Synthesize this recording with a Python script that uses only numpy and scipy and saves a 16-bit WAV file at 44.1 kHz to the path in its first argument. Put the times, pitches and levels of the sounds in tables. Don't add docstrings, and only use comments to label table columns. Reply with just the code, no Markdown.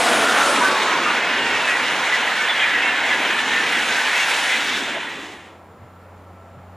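import sys
import numpy as np
from scipy import signal
from scipy.fft import rfft, irfft
from scipy.io import wavfile
from scipy.ndimage import uniform_filter1d, minimum_filter1d, map_coordinates

SR = 44100
rng = np.random.default_rng(int(sys.argv[2]) if len(sys.argv) > 2 else 0)


def output_pcm(signal):
    pcm = np.clip(np.atleast_2d(signal).T, -1, 1) * 32767
    wavfile.write(sys.argv[1], SR, np.round(pcm).astype(np.int16))


N = 298248
TIME = np.arange(N) / SR
BINS_HZ = np.arange(N // 2 + 1) * SR / N


def undb(db):
    return 10 ** (np.asarray(db) / 20)


def unit(x):
    return x / np.sqrt(np.mean(np.abs(x) ** 2))


def across(points, hz):
    f, value = np.transpose(points)
    return np.interp(np.log(hz + 1), np.log(f), value)


def envelope(db, until_s, fall_db_per_s, from_s=0, rise_db_per_s=0):
    before = np.maximum(from_s - TIME, 0)
    after = np.maximum(TIME - until_s, 0)
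    return undb(db - rise_db_per_s * before - fall_db_per_s * after)


def bump(middle_s, spread_s):
    return np.exp(-((TIME - middle_s) / spread_s) ** 2 / 2)


def tone(hz):
    return np.sin(2 * np.pi * np.cumsum(hz) / SR)


def walk(rate_hz):
    steps = TIME[::16]
    chance = rng.standard_normal(4096)
    smooth = map_coordinates(chance, [steps * rate_hz], order=3, mode="wrap")
    return unit(np.interp(TIME, steps, smooth))


def turbulence(colour, patchy_db, rate_hz, streak_db=0, tilt_db=0):
    hz, s, cells = signal.stft(rng.standard_normal(N), SR, nperseg=2048)
    octave, when = np.meshgrid(np.log2(1 + hz / 100), s, indexing="ij")
    chance = rng.standard_normal((512, 512))
    patches = map_coordinates(chance, [3 * octave, when * rate_hz], order=1, mode="wrap")
    sliding = 36 * (octave + .3 * when)
    streaks = map_coordinates(chance.T, [sliding, 11 * when], order=1, mode="wrap")
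    beyond = np.abs(np.log2((hz + 1) / np.clip(hz + 1, colour[0][0], colour[-1][0])))
    db = (across(colour, hz) - 12 * beyond)[:, None]
    centre = np.average(octave[:, 0], weights=undb(2 * db[:, 0]))
    tilt = np.interp(s, TIME, tilt_db * np.ones(N)) * np.clip(octave - centre, -2, 2)
    cells = cells * undb(db + tilt + patchy_db * patches + streak_db * streaks)
    return unit(signal.istft(cells, SR)[1][:N])


def ring(hz, width_hz):
    shake = walk(width_hz) + 1j * walk(width_hz)
    carrier = np.exp(2j * np.pi * np.cumsum(hz * np.ones(N)) / SR)
    return unit(np.real(shake * carrier))


SPEED_M_S, SOUND_M_S, TRACK_M = 55, 343, 8.5
ABREAST_S = 0.63


def bearing(abreast_s=ABREAST_S):
    along_m = SPEED_M_S * (TIME - abreast_s)
    return along_m / np.hypot(along_m, TRACK_M)


def doppler(abreast_s):
    return 1 / (1 + SPEED_M_S / SOUND_M_S * bearing(abreast_s))


# pitch_on_board_hz, abreast_s, level_db, full_from_s, held_until_s
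DRIVE_TONES = [(1212, .62, -27, .25, 0.61), (1155, .76, -29, 0.26, .44), (1240, .7, -27.5, 0.33, .44),
               (947, .64, -31, .5, 0.75), (571, 0.67, -32, .098, 0.27), (1522, 0.83, -32, 0.35, 0.46),
               (1790, .68, -37, .05, .16), (1220, .62, -25, 0.71, 0.775), (629, .66, -32.5, .039, .4)]
TONE_RISE_DB_PER_S, TONE_FALL_DB_PER_S = 35, 130
TONE_WAVER_SHARE, TONE_THROB_DB = 0.02, 3.2


def drive_tones():
    out = 0
    for pitch_hz, abreast_s, level_db, from_s, until_s in DRIVE_TONES:
        hz = pitch_hz * doppler(abreast_s) * (1 + TONE_WAVER_SHARE * walk(85))
        throb = undb(TONE_THROB_DB * walk(37.9).clip(-1.5, 1.5))
        gain = throb * envelope(level_db, until_s, TONE_FALL_DB_PER_S, from_s, TONE_RISE_DB_PER_S)
        out = out + gain * np.sqrt(2) * tone(hz)
    return out


# freq_hz, density_db_per_hz (relative)
ROAR_COLOUR = [(120, -51), (200, -9.5), (270, 0.5), (350, -3), (480, 0.5), (750, -2.5), (1000, -0.5),
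               (1300, 0), (1600, -2), (2400, -52), (4000, -38)]
# freq_hz, density_db_per_hz (relative)
PANTOGRAPH_COLOUR = [(3000, -12), (4500, -6), (6500, -16), (8000, 3), (9500, 4), (10400, 1), (11500, -10),
                     (13000, -24), (15500, -30)]
FAN_HZ = 592


def locomotive():
    fan = ring(FAN_HZ * doppler(ABREAST_S), width_hz=220)
    fan = fan * envelope(-20, until_s=-0.21, fall_db_per_s=33)
    roar = turbulence(ROAR_COLOUR, patchy_db=2.0, rate_hz=20.8, streak_db=3.5)
    roar = roar * envelope(-22.5, until_s=0.69, fall_db_per_s=21)
    hiss = turbulence(PANTOGRAPH_COLOUR, patchy_db=3.5, rate_hz=19.2, streak_db=-4.0)
    hiss = hiss * envelope(-35.5, until_s=0.57, fall_db_per_s=51)
    return drive_tones() + fan + roar + hiss


# freq_hz, density_db_per_hz (relative)
BODY_COLOUR = [(25, -27), (55, -38), (85, -12.5), (125, -14.5), (170, -8.5), (245, 0.5), (310, -0.5),
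               (430, -3), (800, -19.5)]
RAIL_COLOUR = [(200, -22), (330, -18.5), (460, -5.5), (660, -4.5), (820, -1), (960, 0.5), (1060, -1),
               (1200, -5.5), (1500, -24), (2500, -61)]
WHEEL_COLOUR = [(800, -68), (1200, -5), (1450, 1), (1760, 1.5), (2100, 0), (2400, -1), (2750, -3),
                (3400, -7), (4000, -12), (4600, -25), (6500, -49)]
AIR_COLOUR = [(2000, -10), (3500, 6.5), (4700, 1.5), (6000, 0), (7200, -1.5), (8500, -7.5), (10200, -11),
              (12500, -20), (16000, -31)]
# time_s, level_db (before a 3.5 dB lift)
HISS = [(0.04, -30), (0.56, -30.5), (1.21, -37.5), (1.96, -36), (3.03, -40.5), (3.08, -38.5), (4.27, -32.5),
        (4.39, -31.5), (4.65, -36), (4.78, -35), (4.98, -46), (5.32, -49), (5.5, -57)]
# middle_s, level_db
RUMBLES = [(.23, -33.5), (.62, -34), (1.02, -33.5), (1.45, -33.5), (1.88, -37), (2.86, -39), (3.21, -35),
           (3.52, -36.5), (3.82, -37), (4.66, -40), (4.84, -36.5), (5.23, -40.5)]
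RUMBLE_SPREAD_S = 0.13 / np.sqrt(2)
# middle_s, half_length_s (to 1/e of the depth), depth_db
LULLS = [(0.953, 0.47, -1), (1.984, 0.041, -1.5), (2.37, 0.16, -0.6), (3.45, .04, -2), (4.66, 0.089, -1.5)]
BODY_EASE_DB_PER_S, RAIL_EASE_DB_PER_S = 1.32, 0.5
HEAD_ON_TILT_DB_PER_OCT, TILT_RISE_DB_PER_OCT_PER_S, NEUTRAL_S, TAIL_S = 4, 0.86, 2.16, 4.5


def rolling():
    tilt_db = TILT_RISE_DB_PER_OCT_PER_S * (np.minimum(TIME, TAIL_S) - NEUTRAL_S)
    tilt_db = tilt_db + HEAD_ON_TILT_DB_PER_OCT * np.maximum(-bearing(), 0)

    steady = envelope(-36.5, until_s=5.8, fall_db_per_s=6.4) * undb(-BODY_EASE_DB_PER_S * TIME)
    swell_power = sum(undb(level_db) ** 2 * bump(s, RUMBLE_SPREAD_S) for s, level_db in RUMBLES)
    body_gain = np.sqrt(steady ** 2 + swell_power)
    body = body_gain * turbulence(BODY_COLOUR, patchy_db=1.0, rate_hz=12)

    rail_gain = envelope(-26.5, until_s=4.42, fall_db_per_s=12.7) * undb(-RAIL_EASE_DB_PER_S * TIME)
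    rail = rail_gain * turbulence(RAIL_COLOUR, patchy_db=1.76, rate_hz=14, streak_db=-0.5)

    lull_db = sum(depth_db * bump(s, half_s / np.sqrt(2)) for s, half_s, depth_db in LULLS)
    wheel_gain = undb(lull_db) * envelope(-21, until_s=4.72, fall_db_per_s=27)
    wheels = wheel_gain * turbulence(WHEEL_COLOUR, patchy_db=0.8, rate_hz=16, streak_db=1.1, tilt_db=tilt_db)

    hiss_s, hiss_db = np.transpose(HISS)
    air_gain = undb(np.interp(TIME, hiss_s, hiss_db) + 3.5)
    air = air_gain * turbulence(AIR_COLOUR, patchy_db=1.5, rate_hz=14, tilt_db=tilt_db)

    flutter = undb(0.53 * walk(30) + 0.45 * walk(110))
    return body + rail + (wheels + air) * flutter


# middle_s, spread_s, pitch_hz, width_hz, level_db
BOOMS = [(0.026, 0.036, 760, 168, -26), (0.122, 0.043, 665, 141.4, -23.5), (1.074, .055, 1330, 331, -27),
         (.394, 0.026, 755, 234, -24), (0.957, .025, 1000, 250, -25), (3.054, 0.047, 685, 209.6, -35),
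         (3.218, 0.039, 680, 210.4, -34), (4.753, 0.083, 3520, 501, -31), (4.9, 0.027, 640, 199, -34),
         (4.973, 0.015, 619, 188.6, -32.5), (4.962, .025, 950, 299, -34.5), (5.087, 0.022, 2000, 350, -36),
         (5.227, .042, 310, 99.8, -41)]


def booms():
    out = 0
    for middle_s, spread_s, pitch_hz, width_hz, level_db in BOOMS:
        out = out + undb(level_db) * bump(middle_s, spread_s) * ring(pitch_hz, width_hz)
    return out


SQUEALS_PER_S, SQUEAL_MIN_DB, SQUEAL_MEAN_S, SQUEAL_MEAN_SLIDE_OCT_PER_S = 17, -30, .075, .3
SQUEAL_LOW_HZ, SQUEAL_HIGH_HZ = 1503, 2250
COACHES_FROM_S, COACHES_UNTIL_S = 2.2, 4.5


def faint_squeals():
    span_s = COACHES_UNTIL_S - COACHES_FROM_S
    rows = []
    for when, long, pitch, loud, slide in rng.random((200, 5))[:int(SQUEALS_PER_S * span_s)]:
        middle_s = COACHES_FROM_S + when * span_s
        length_s = SQUEAL_MEAN_S * (.5 + long)
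        pitch_hz = SQUEAL_LOW_HZ * (SQUEAL_HIGH_HZ / SQUEAL_LOW_HZ) ** pitch
        level_db = SQUEAL_MIN_DB + 2 * loud
        rows.append((middle_s, length_s, pitch_hz, level_db, 2 * SQUEAL_MEAN_SLIDE_OCT_PER_S * slide))
    return rows


# middle_s, length_s, pitch_hz, level_db (peak), fall_oct_per_s
GLIDING_TONES = [(.628, .05, 978, -21, 0), (.655, .09, 1520, -21, -0.5), (.85, 0.07, 830, -26.5, 2.5),
                 (.88, 0.11, 1935, -31, 1), (.895, 0.065, 1300, -27, 2.8), (.975, .05, 2260, -29, -1.5),
                 (1.08, .12, 2770, -29.5, -0.5), (1.08, .07, 1222, -25, 1.5), (1.2, .1, 2040, -28, -1.5),
                 (1.265, .22, 2570, -28.5, .5), (1.35, 0.14, 1930, -27, 0.5), (1.38, .13, 2210, -29, 0.2),
                 (1.45, 0.25, 2780, -29, .5), (1.53, 0.13, 2210, -30.5, -1), (1.69, .28, 2560, -27.5, 1),
                 (1.69, 0.075, 1734, -22, 0.7), (1.722, 0.11, 1945, -24.5, -.5),
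                 (2.08, 0.14, 2150, -28.5, .3), (2.14, .05, 1990, -20, 0), (2.265, 0.074, 1995, -25, -.4),
                 (2.43, 0.066, 1765, -25, 0), (2.51, .05, 3440, -24, 1.2), (2.595, .08, 3220, -28, 1),
                 (2.61, 0.085, 2024, -29, 2), (2.635, 0.053, 2420, -21, 2), (2.73, .07, 1680, -22, 0.5),
                 (2.76, .11, 1935, -21, 0.8), (2.845, 0.053, 2690, -24.5, -2.5),
                 (2.887, 0.065, 2735, -22.5, -0.2), (2.88, .13, 2180, -25, 1),
                 (2.93, 0.14, 1753, -22.5, 0.6), (3.0, .09, 1510, -28, -0.5), (3.05, 0.098, 2145, -26, 1),
                 (3.127, .048, 1710, -20, .3), (3.14, .06, 1995, -24, 0), (3.395, 0.057, 1744, -22, 0),
                 (3.565, .12, 1790, -21.5, 0.2), (3.98, 0.072, 1560, -23, 2.5), (4.035, .04, 1535, -28, -2),
                 (4.07, 0.063, 1790, -22, 0), (4.17, 0.037, 2600, -18, 3), (4.19, 0.071, 2125, -25, 0),
                 (4.21, .052, 2205, -21, 1.5), (4.225, .06, 2750, -24, 1.5),
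                 (4.525, .083, 2040, -22.5, -0.5), (4.73, .05, 2085, -27, -1), (5.2, .2, 1890, -43, 0.5),
                 (5.45, .24, 1830, -47, -1)]


def gliding_tones(waver_hz=15, rough_db=3.0):
    out = np.zeros(N)
    waver = waver_hz * walk(70)
    flutter = undb(rough_db * walk(45).clip(-1.5, 1.5))
    for middle_s, length_s, pitch_hz, level_db, fall_oct_per_s in GLIDING_TONES + faint_squeals():
        span = np.flatnonzero(np.abs(TIME - middle_s) < length_s / 2)
        own = (span + rng.integers(N)) % N
        since_s = TIME[span] - middle_s
        hz = pitch_hz * 2 ** (-fall_oct_per_s * since_s) + waver[own]
        swell = np.sqrt(np.cos(np.pi * since_s / length_s))
        out[span] += undb(level_db) * swell * flutter[own] * tone(hz)
    return out


# middle_s, level_db, half_length_s, rush_db (air relative to wheels)
BOGIES = [(1.36, -34, 0.042, -21), (1.695, -26.5, 0.033, -9), (2.145, -24, .022, -10),
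          (2.631, -19.5, 0.038, -22), (3.118, -21, 0.027, -20), (3.58, -28, 0.045, -18),
          (3.756, -23, 0.0233, -23), (4.208, -28, .04, -13), (4.527, -25, 0.037, -10),
          (4.929, -34, .04, -20)]
# freq_hz, width_hz, level_db (relative)
WHEEL_MODES = [(1746, 190, 2), (1982, 160, 6), (2186, 300, 2), (2830, 380, 0), (3300, 400, 0)]


def bogies(doppler_share=0.0363):
    wheel = unit(sum(undb(level_db) * ring(hz, width_hz) for hz, width_hz, level_db in WHEEL_MODES))
    rush = turbulence(AIR_COLOUR, patchy_db=1.5, rate_hz=12)
    out = np.zeros(N)
    for middle_s, level_db, half_s, rush_db in BOGIES:
        near = np.abs(TIME - middle_s) < 4 * half_s
        distance = np.hypot(1, (TIME[near] - middle_s) / half_s)
        emitted = (TIME[near] - doppler_share * half_s * distance) * SR
        gain = undb(level_db) * np.exp((1 - distance ** 2) / 2)
        ringing = map_coordinates(wheel, [emitted], order=3)
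        out[near] += gain * (ringing + undb(rush_db) * rush[near])
    return out


# freq_hz, width_hz, level_db (relative)
RAIL_MODES = [(1915, 22, -2.5), (2000, 54, -3), (3060, 150, -5), (3440, 120, -5)]


def rail_ring():
    modes = sum(undb(level_db) * ring(hz, width_hz) for hz, width_hz, level_db in RAIL_MODES)
    return modes * envelope(-38, until_s=5, fall_db_per_s=32, from_s=5, rise_db_per_s=21)


WHINE_DRIFT_DB = 1


def whine(hz, waver_hz):
    drift = undb(WHINE_DRIFT_DB * walk(5).clip(-2, 1))
    return drift * np.sqrt(2) * tone(hz + waver_hz * walk(3 * waver_hz))


# freq_hz, density_db_per_hz (relative)
COUNTRY_COLOUR = [(30, -42), (60, -1), (120, -4.5), (200, 2.5), (330, -2.5), (700, 0.5), (1250, -4.5),
                  (1500, -9.5), (2000, -12.5), (3000, -21.5), (4800, -30), (10000, -36.5), (15500, -35)]
# pitch_hz, waver_hz, level_db
WHINES = [(1333, 7, -60), (1340, 7, -60.5), (7140, 55, -78), (7220, 75, -80), (9560, 20, -82)]
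# middle_s, spread_s, level_db
PUFFS = [(5.755, .025, -47), (5.835, .02, -44), (6.58, .02, -45)]
PUFF_HZ, PUFF_WIDTH_HZ = 116, 80


def country():
    air = undb(-45.5) * turbulence(COUNTRY_COLOUR, patchy_db=1.0, rate_hz=9.6)
    puff_gain = sum(undb(level_db) * bump(s, spread_s) for s, spread_s, level_db in PUFFS)
    puffs = puff_gain * ring(PUFF_HZ, PUFF_WIDTH_HZ)
    whines = sum(undb(level_db) * whine(hz, waver_hz) for hz, waver_hz, level_db in WHINES)
    return air + puffs + whines


# multiple, level_db (relative)
ENGINE_ORDERS = [(1, -1), (2, -12.5), (3, -23), (6, -20), (9, -25)]
ENGINE_EMERGES_S, ENGINE_RISE_DB_PER_S = 5.72, 29
ENGINE_FIRING_HZ, ENGINE_CLIMB_HZ_PER_S = 90.2, 0.8
ENGINE_DB, ENGINE_GROWTH_DB_PER_S = -49, 4.5


def engine():
    since_s = TIME - ENGINE_EMERGES_S
    hz = ENGINE_FIRING_HZ + ENGINE_CLIMB_HZ_PER_S * since_s
    phase = 2 * np.pi * np.cumsum(hz * (1 + 0.00255 * walk(9))) / SR
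    hum = 0
    for multiple, level_db in ENGINE_ORDERS:
        waver_db = 1.3 * multiple * walk(4.9).clip(-1, 1)
        hum = hum + undb(level_db + waver_db) * np.sin(round(multiple) * phase)
    slope_db_per_s = np.where(since_s < 0, ENGINE_RISE_DB_PER_S, ENGINE_GROWTH_DB_PER_S)
    return undb(ENGINE_DB + since_s * slope_db_per_s) * unit(hum)


def scattered(x):
    cells = signal.stft(x, SR, nperseg=512)[2]
    turned = cells * np.exp(2j * np.pi * rng.random(cells.shape))
    return np.sqrt(2) * signal.istft(turned, SR)[1][:N]


# freq_hz, level_db
SCATTER = [(200, -62), (700, -50), (1000, -69), (1400, -24.5), (2000, -18), (3000, -14), (5000, -5.5),
           (8000, -7), (12500, 0), (15000, -7)]
# freq_hz, left_minus_right_db
LEAN = [(900, 0), (1500, -2.1), (2400, -1), (4000, -0.5), (5500, 4), (8100, 4), (10500, 7.5), (14000, 0.5)]
# freq_hz, left_lead_rad
LEAD = [(1000, 0), (1800, 0.1), (2700, 0.44), (4000, 0.14), (5200, 0.65), (10400, 0.17), (12000, 0.07)]
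# freq_hz, level_db
COUNTRY_SCATTER = [(60, -20), (300, -20), (800, -24), (1400, -19), (4400, -11), (15000, -7)]
COACH_S, NARROW_S, WIDTH_SWING_DB = .485, 2.67, 1.5


def microphones(near, far):
    lean = np.tanh(np.log(undb(across(LEAN, BINS_HZ))) / 2 + .5j * across(LEAD, BINS_HZ))
    near_scatter = rfft(scattered(near)) * undb(across(SCATTER, BINS_HZ))
    near_side = irfft(rfft(near) * lean + near_scatter, N)
    far_side = irfft(rfft(scattered(far)) * undb(across(COUNTRY_SCATTER, BINS_HZ)), N)
    swing = undb(-WIDTH_SWING_DB * np.cos(2 * np.pi * (TIME - NARROW_S) / COACH_S))
    width = swing * envelope(-3, until_s=2.5, fall_db_per_s=2, from_s=0.64, rise_db_per_s=36)
    middle = near + far
    side = width * near_side + far_side
    return np.array([middle + side, middle - side])


DISSOLVE_S, DISSOLVE_HALF_S = 5.313, 0.29


def scene():
    train = locomotive() + rolling() + booms() + gliding_tones() + bogies() + rail_ring()
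    share = np.clip((1 + (TIME - DISSOLVE_S) / DISSOLVE_HALF_S) / 2, 0, 1)
    return microphones(np.sqrt(1 - share) * train, np.sqrt(share) * country()) + engine()


LIMIT_DB, TOP_HZ = -5, 15500


def record(dry):
    room = np.minimum(1, undb(LIMIT_DB) / (np.abs(dry).max(axis=0) + 1e-9))
    gain = uniform_filter1d(minimum_filter1d(room, size=129), size=129)
    lowpass = signal.ellip(10, .2, 80, TOP_HZ, fs=SR, output="sos")
    return signal.sosfilt(lowpass, dry * gain)


dry = scene()
out = record(dry)
output_pcm(out)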